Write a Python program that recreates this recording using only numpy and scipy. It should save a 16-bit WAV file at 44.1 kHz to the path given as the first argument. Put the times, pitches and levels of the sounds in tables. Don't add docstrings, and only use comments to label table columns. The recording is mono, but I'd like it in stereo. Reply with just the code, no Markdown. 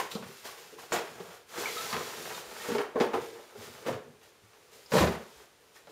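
import sys
import numpy as np
from scipy import signal
from scipy.fft import rfft, irfft, next_fast_len
from scipy.io import wavfile

SR = 44100
rng = np.random.default_rng(int(sys.argv[2]) if len(sys.argv) > 2 else 0)


def put_to_file(sound):
    columns = np.atleast_2d(sound).T
    safe = np.clip(columns, -1, 1)
    whole_steps = np.round(safe * 32767)
    wavfile.write(sys.argv[1], SR, whole_steps.astype(np.int16))


def boost(x):
    u = np.asarray(x, float) / 20
    return 10 ** u


N = 260631

# start_s, length_s,
# first_db, last_db, pressure_db
CARD_STROKES = [(0, 0.011, -33, -41.5, 6.5), (0.119, .05, -42.5, -49.5, -5), (.2, 0.088, -60, -51, 5),
                (0.32, .1, -52.5, -52.5, -11), (0.456, 0.13, -42.5, -55, -1.5),
                (0.584, 0.16, -51.5, -56.5, -0.5), (0.794, 0.07, -49, -53, 3), (0.94, 0.019, -34, -39, 6.5),
                (1.043, 0.31, -54, -54.5, 5.5), (1.49, 0.11, -55, -38, 3),
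                (1.616, 0.32, -40.5, -38.5, -1.5), (1.985, 0.41, -43.5, -43.5, 2.5),
                (2.455, 0.2, -51, -42, 1), (2.684, 0.1, -41.5, -47.5, 6), (2.814, 0.043, -49.5, -59, 19),
                (3.008, .03, -45.5, -48, 17), (3.144, 0.048, -47, -53.5, 16),
                  (3.217, 0.09, -49, -53.5, -1), (3.34, 0.29, -56, -62, 5),
                  (3.574, 0.057, -55.5, -47.5, -2), (3.646, 0.18, -53, -53.5, 3.5),
                  (3.874, 0.062, -44, -54, 13.5), (4.04, .05, -86, -80, 19), (4.235, 0.035, -58, -62, 3),
                  (4.444, 0.48, -68, -63, 2), (4.734, 0.15, -55, -62, -22), (4.937, 0.082, -34, -34.5, -2),
                  (5.053, 0.072, -61, -48, 12), (5.192, 0.23, -60, -57.5, 2.5), (5.613, .13, -70, -70, 5),
                  (5.761, 0.026, -54, -59.5, -2), (5.9, .02, -60, -59, 7)]
# start_s, length_s, box_db, desk_db
WEIGHT_SHIFTS = [(0.117, 0.046, -49, -60), (0.202, 0.041, -66, -45), (0.735, .02, -52, -64),
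                 (.935, 0.018, -38, -45), (1.102, 0.018, -60, -51), (1.19, 0.032, -48, -67),
                 (1.604, 0.061, -47, -63), (1.857, 0.027, -41, -57), (1.946, 0.016, -39, -41.5),
                 (2.69, .07, -39, -46.5), (2.86, .01, -57, -67), (2.962, 0.011, -28, -59),
                 (2.995, 0.018, -42, -45), (3.158, 0.039, -43, -45), (3.288, 0.055, -47, -55.5),
                 (3.57, 0.16, -59, -54), (3.874, 0.058, -38, -40.5), (4.07, 0.022, -56, -55.5),
                 (4.424, 0.0092, -73, -75), (4.75, 0.018, -59.5, -69), (4.931, .04, -42, -28),
                 (5.022, 0.024, -40, -27.5), (5.385, .03, -66, -74), (5.87, .02, -68, -63)]
GRIP_DB_PER_S, LET_GO_DB_PER_S = 611, 174
JOLT_RISE_DB_PER_S, JOLT_FALL_DB_PER_S = 1100, 166
SCRAPE_DB, RUMBLE_DB, SHUDDER_DB = -5.5, -5, -14
RUMBLE_GROWS, SHUDDER_GROWS = 0.89, 0.55
# pitch_hz, level_db
FIBRE_HISS = [(710, -49), (1250, -5.5), (3800, -4), (7450, -5), (8120, -7), (11900, -10), (13400, -6.5),
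              (15600, -16)]
# pitch_hz, level_db
PANEL_SCRAPE = [(250, -24), (500, -0.5), (900, 0.5), (1600, -3.5), (3000, -12.5), (6000, -31.5),
                (12000, -33)]
# pitch_hz, width_hz, level_db
BOX_MODES = [(350, 95, -6.5), (455, 85, -1.5), (700, 85, -22.5)]
# pitch_hz, width_hz, level_db
DESK_MODES = [(69.5, 36, -11), (120, 92, -2), (160.4, 65, 0), (241, 31, -0.5)]

# peak_s, level_db, panel_hz, crack_db, thud_db
SLEEVE_KNOCKS = [(0.002, -26.5, 813, -7, -29.5), (0.013, -38, 990, -15, -23),
                 (0.154, -27.5, 455, -27, -4.5), (0.192, -36.5, 450, -26, -13),
                 (0.226, -36.5, 515, -3, -15), (0.453, -41.5, 478, 0, -16), (0.786, -37.5, 980, -16, -23),
                 (0.829, -47, 455, -16, -21), (0.923, -25, 625, -0.5, -18.5), (0.944, -22, 703, -16, -22),
                 (0.964, -22, 630, -8, -31), (0.989, -28, 603, -5.5, -34), (1.203, -34, 392, -9.5, -14),
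                 (1.284, -41.5, 437, -12, -12), (1.58, -29, 340, -7, -33), (1.93, -21, 1205, -7.5, -19.5),
                 (1.945, -25.5, 810, -16, -23), (1.968, -29, 378, -2, -30), (2.512, -36.5, 445, -7, -23)]
# peak_s, level_db, panel_hz, crack_db, thud_db
TRAY_KNOCKS = [(2.689, -28.5, 405, -24, -6), (2.719, -25.5, 456, -7, -5.5), (2.751, -20, 426, -12, -33),
               (2.785, -24.5, 460, -5.5, -13.5), (2.799, -24, 410, -13, -28), (2.864, -36.5, 438, -25, -22),
               (2.958, -19.5, 510, -27, -12), (3.003, -20, 470, -9, -20), (3.009, -15.5, 403, -11.5, -7.5),
               (3.018, -22.5, 440, -12, -18), (3.136, -25.5, 890, -11.5, -19), (3.141, -19, 429, -19, -22),
               (3.391, -39, 447, -19, -16), (3.554, -36, 413, -23, -23), (3.865, -26.5, 488, -12, -16),
               (3.884, -20.5, 526, -15, -9.5), (3.929, -32, 466, -6, -20)]
# peak_s, level_db, panel_hz, crack_db, thud_db
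DROP_KNOCKS = [(4.216, -59, 383, 3, -21), (4.438, -60, 398, -5, -5), (4.536, -56.5, 425, 2.5, -27),
               (4.726, -48, 440, -10, -31), (4.757, -54, 437, -20, -17), (4.921, -23, 550, -6.5, -16),
               (4.938, -14.5, 456, -15, -16.5), (4.954, -13.5, 447, -19, -13), (4.969, -14, 472, -9.5, -21),
               (4.984, -20.5, 520, 0.5, -12.5), (5.009, -15, 331, -9, -18), (5.024, -18.5, 486, -10, -8),
               (5.039, -17.5, 650, -14.5, -14.5), (5.074, -19.5, 400, -11, -32),
               (5.873, -41, 570, -10, -26)]
SLEEVE_THUD_HZ, TRAY_THUD_HZ, DROP_THUD_HZ = 210, 254, 175
THUD_SCATTER = 0.11
# pitch_hz, level_db
CRACK_COLOUR = [(400, -12), (1000, 8.5), (2500, 2.5), (5000, -4.5), (8000, -12.5), (15000, -70)]
# start_s, level_db, pitch_hz, fade_60db_s
FLAT_LANDINGS = [
    (2.47, -53, 52, .25),
    (3.585, -46, 90, .2),
    (3.69, -50, 80, .2),
    (3.9, -37, 130, 0.24),
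    (4.435, -50, 109, 0.11),
    (5.004, -24, 75.6, 0.28),
    (5.36, -54, 62, 0.23),
]

# start_s, level_db, pitch_hz, fade_60db_s, glide_per_s
FACE_SQUEAKS = [(.488, -39, 1100, 0.053, 4), (1.608, -41, 4380, 0.12, 0.7), (1.657, -24, 2250, 0.049, 5),
                (1.675, -36, 2160, .15, -2), (1.768, -34, 1290, 0.19, .3), (1.805, -41.5, 1324, 0.14, 1),
                (1.779, -35, 3750, .07, 1), (1.848, -39, 1340, .07, 0), (1.73, -46, 3300, 0.059, 1),
                (1.808, -45, 2640, 0.093, -3), (1.902, -34, 4300, .04, 10), (2.345, -41.5, 3660, 0.11, 0.5),
                (2.6, -39, 1870, .06, -3), (4.968, -22.5, 1780, 0.049, 0.5), (5.765, -53, 1870, 0.16, -1)]
# start_s, level_db, pitch_hz, fade_60db_s, glide_per_s
FINGER_CHIRPS = [
    (.114, -33, 3760, 0.086, 0),
    (.15, -35.5, 4110, 0.073, 0),
    (.925, -28.5, 7020, 0.14, 0.0041),
    (4.86, -45, 5020, .05, 0),
]
SQUEAK_ROUGH, CHIRP_ROUGH = 0.03, 0.3

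# pitch_hz, fade_60db_s
ROOM_FADE = [(100, 0.28), (500, 0.46), (3000, 0.44), (12000, 0.15)]
# pitch_hz, likeness_0_to_1
NEAR_LIKENESS = [(30, .85), (60, .98), (300, .987), (700, .965), (1500, .89), (3100, .6), (6800, .2),
                 (15000, .12)]
# pitch_hz, likeness_0_to_1
AIR_LIKENESS = [(60, 0.17), (240, 0), (950, 0.19), (3770, 0.077), (15000, 0.0)]
# pitch_hz, level_db
AIR_COLOUR = [(18, -51), (30, -5), (85, -3), (263, -5.5), (456, 2.5), (658, -4), (2570, -8.5),
              (10300, -15.5), (11700, -20), (13400, -14.5), (15600, -27)]
# pitch_hz, width_hz, level_db
MIC_COLOUR = [(455, 43, 1.5), (8120, 220, -6.5), (12000, 1600, -2)]
NOTCH_HZ, TOP_HZ = 8000, 15720


def unit(x):
    return x / np.sqrt(np.mean(x ** 2) + 1e-20)


def along(points, hz):
    f, v = np.transpose(points)
    return np.interp(np.log(hz + 1), np.log(f + 1), v)


def filtered(x, response):
    n = x.shape[-1]
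    m = next_fast_len(n + SR // 16)
    return irfft(rfft(x, m) * response(np.fft.rfftfreq(m, 1 / SR)), m)[..., :n]


def resonant(modes):
    def response(f):
        total = 0
        for k, (hz, width, db) in enumerate(modes):
            mode = 1j * f * width / (hz * hz - f * f + 1j * f * width)
            total = total + (-1) ** k * boost(db) * mode
        return total
    return response


def coloured(x, spectrum):
    return unit(filtered(x, lambda hz: boost(along(spectrum, hz))))


def wobble(rate):
    knots = int(N * rate / SR) + 2
    return np.interp(np.arange(N) * rate / SR, np.arange(knots), rng.standard_normal(knots))


def ports(pair, likeness):
    def mid_side(hz):
        turn = np.arccos(np.clip(along(likeness, hz), -1, 1)) / 2
        return np.array([np.cos(turn), np.sin(turn)])
    mid, side = filtered(pair, mid_side)
    return np.array([mid + side, mid - side])


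def rubbing():
    strokes = CARD_STROKES
    press_db = np.transpose(strokes)[4]
    box_db, desk_db = np.transpose(WEIGHT_SHIFTS)[2:]
    power = np.array([contact(*row[:4], GRIP_DB_PER_S, LET_GO_DB_PER_S) for row in strokes])
    jolts = np.array([contact(*row[:2], 0, 0, JOLT_RISE_DB_PER_S, JOLT_FALL_DB_PER_S)
                      for row in WEIGHT_SHIFTS])

    def gain(p):
        return np.interp(np.arange(N), np.arange(0, N, 32), np.sqrt(p))

    hiss = gain(power.sum(axis=0)) * coloured(catches(0.38), FIBRE_HISS)
    scrape = gain(boost(2 * (SCRAPE_DB + press_db)) @ power) * coloured(catches(2.8), PANEL_SCRAPE)

    box_press = boost(2 * (RUMBLE_DB + RUMBLE_GROWS * press_db)) @ power
    box_gain = gain(box_press + boost(2 * box_db) @ jolts)
    rumble = box_gain * boost(-3.5) * unit(filtered(catches(3.45), resonant(BOX_MODES)))

    def desk(f):
        return resonant(DESK_MODES)(f) / (1 + (f / 300) ** 4) / (1 + (70 / (f + 1)) ** 4)

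    desk_press = boost(2 * (SHUDDER_DB + SHUDDER_GROWS * press_db)) @ power
    desk_gain = gain(desk_press + boost(2 * desk_db) @ jolts)
    shudder = desk_gain * boost(-5.5) * unit(filtered(catches(2.7), desk))
    return hiss + scrape + rumble + shudder


def catches(clump_db):
    return rng.laplace(size=(2, N)) * boost(clump_db * (wobble(50) + wobble(250)))


def contact(s, length, first_db, last_db, rise, fall):
    t = np.arange(0, N, 32) / SR - s
    held_db = first_db + (last_db - first_db) * np.clip(t / max(length, 1e-3), 0, 1)
    return boost(2 * (held_db + rise * np.minimum(t, 0) - fall * np.maximum(t - length, 0)))


def knocks(rows, desk_hz):
    out = np.zeros((2, N + SR))
    t = np.arange(SR // 10) / SR
    push = boost(-60 * t / 0.11) * (1 - np.exp(-t / 0.0034))
    snap = boost(-60 * t / 0.096) + 0.51 * boost(-60 * t / 0.0014)
    for s, db, hz, crack_db, thud_db in rows:
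        force, scuff = rng.standard_normal((2, 2, len(t)))
        thud_hz = desk_hz * np.exp(THUD_SCATTER * rng.standard_normal())
        panel_modes = [(hz, 0.43 * hz, 0), (1.95 * hz, 1.04 * hz, -4), (3.12 * hz, 0.78 * hz, -9)]
        wall = filtered(force * push, resonant(panel_modes))
        ring = boost(-60 * t * hz / 30) * (1 - np.exp(-t / 0.0017)) * np.sin(2 * np.pi * hz * t)
        thud_shape = boost(-60 * t * thud_hz / 14) * (1 - np.exp(-t / 0.0059))
        thud = thud_shape * np.sin(2 * np.pi * thud_hz * t)
        panel = boost(-3) * wall / np.abs(wall[0]).max() + boost(0.5) * ring
        crack = coloured(scuff, CRACK_COLOUR) * snap
        blow = panel + boost(crack_db - 0.5) * crack + boost(thud_db + 13.5) * thud
        start = max(round((s - 0.002) * SR), 0)
        out[:, start:start + len(t)] += boost(db) * blow
    return out[:, :N]


def boom():
    s, db, hz, t60 = np.transpose(FLAT_LANDINGS)[..., None]
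    t = np.maximum(np.arange(N) / SR - s, 0)
    shape = boost(db - 60 * t / t60) * (1 - np.exp(-t / 0.0064))
    return np.sum(shape * np.sin(2 * np.pi * hz * t), axis=0)


def squeaks(rows, rough):
    out = np.zeros(N + SR)
    t = np.arange(SR // 6) / SR
    for s, db, hz, t60, glide in rows:
        wander = np.cumsum(rough * rng.standard_normal(len(t)))
        phase = 2 * np.pi * hz * (t + glide * t ** 2 / 2) + wander
        shape = boost(db - 60 * t / t60) * (1 - np.exp(-t / 0.00041))
        out[round(s * SR):][:len(t)] += shape * np.sin(phase)
    return out[:N]


def room(x, wet_db):
    step = SR // 3
    out = np.zeros((2, N + 2 * SR))
    fade = np.hanning(2 * step + 1)[:-1]
    padded = np.pad(x, ((0, 0), (step, 2 * step)))
    for start in range(0, N + step, step):
        hz, t, z = signal.stft(rng.standard_normal((2, SR // 2)), SR, nperseg=256)
        dying = z * boost(-60 * t / along(ROOM_FADE, hz)[:, None])
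        tail = signal.istft(dying, SR, nperseg=256)[1][:, :SR // 2]
        tail = tail / np.linalg.norm(tail[0])
        piece = signal.fftconvolve(padded[:, start:start + 2 * step] * fade, tail, axes=1)
        out[:, start:start + piece.shape[1]] += piece
    return x + boost(wet_db) * out[:, step:step + N]


def quiet_air():
    return boost(-59.5) * coloured(ports(rng.standard_normal((2, N)), AIR_LIKENESS), AIR_COLOUR)


def scene():
    blows = knocks(SLEEVE_KNOCKS, SLEEVE_THUD_HZ) + knocks(TRAY_KNOCKS, TRAY_THUD_HZ)
    blows = blows + knocks(DROP_KNOCKS, DROP_THUD_HZ) + boom()
    slips = squeaks(FACE_SQUEAKS, SQUEAK_ROUGH) + squeaks(FINGER_CHIRPS, CHIRP_ROUGH)
    handling = rubbing() + boost(-2.0) * blows + boost([[0], [-4]]) * slips
    return ports(room(handling, wet_db=-7), NEAR_LIKENESS) + quiet_air()


def band_limit(x):
    return signal.sosfilt(signal.butter(12, 15780, fs=SR, output="sos"), x)


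def record(dry):
    def microphone(f):
        bumps_db = sum(db * np.exp(-((f - hz) / width) ** 2) for hz, width, db in MIC_COLOUR)
        notch_db = -40 * np.exp(-((f - NOTCH_HZ) / 45) ** 2)
        band = (f < TOP_HZ) / (1 + (45 / (f + 1)) ** 4)
        return boost(bumps_db + notch_db) * band
    mix = filtered(dry, microphone) * boost([[-0.2], [0.2]])
    return band_limit(mix)


dry = scene()
out = record(dry)
put_to_file(out)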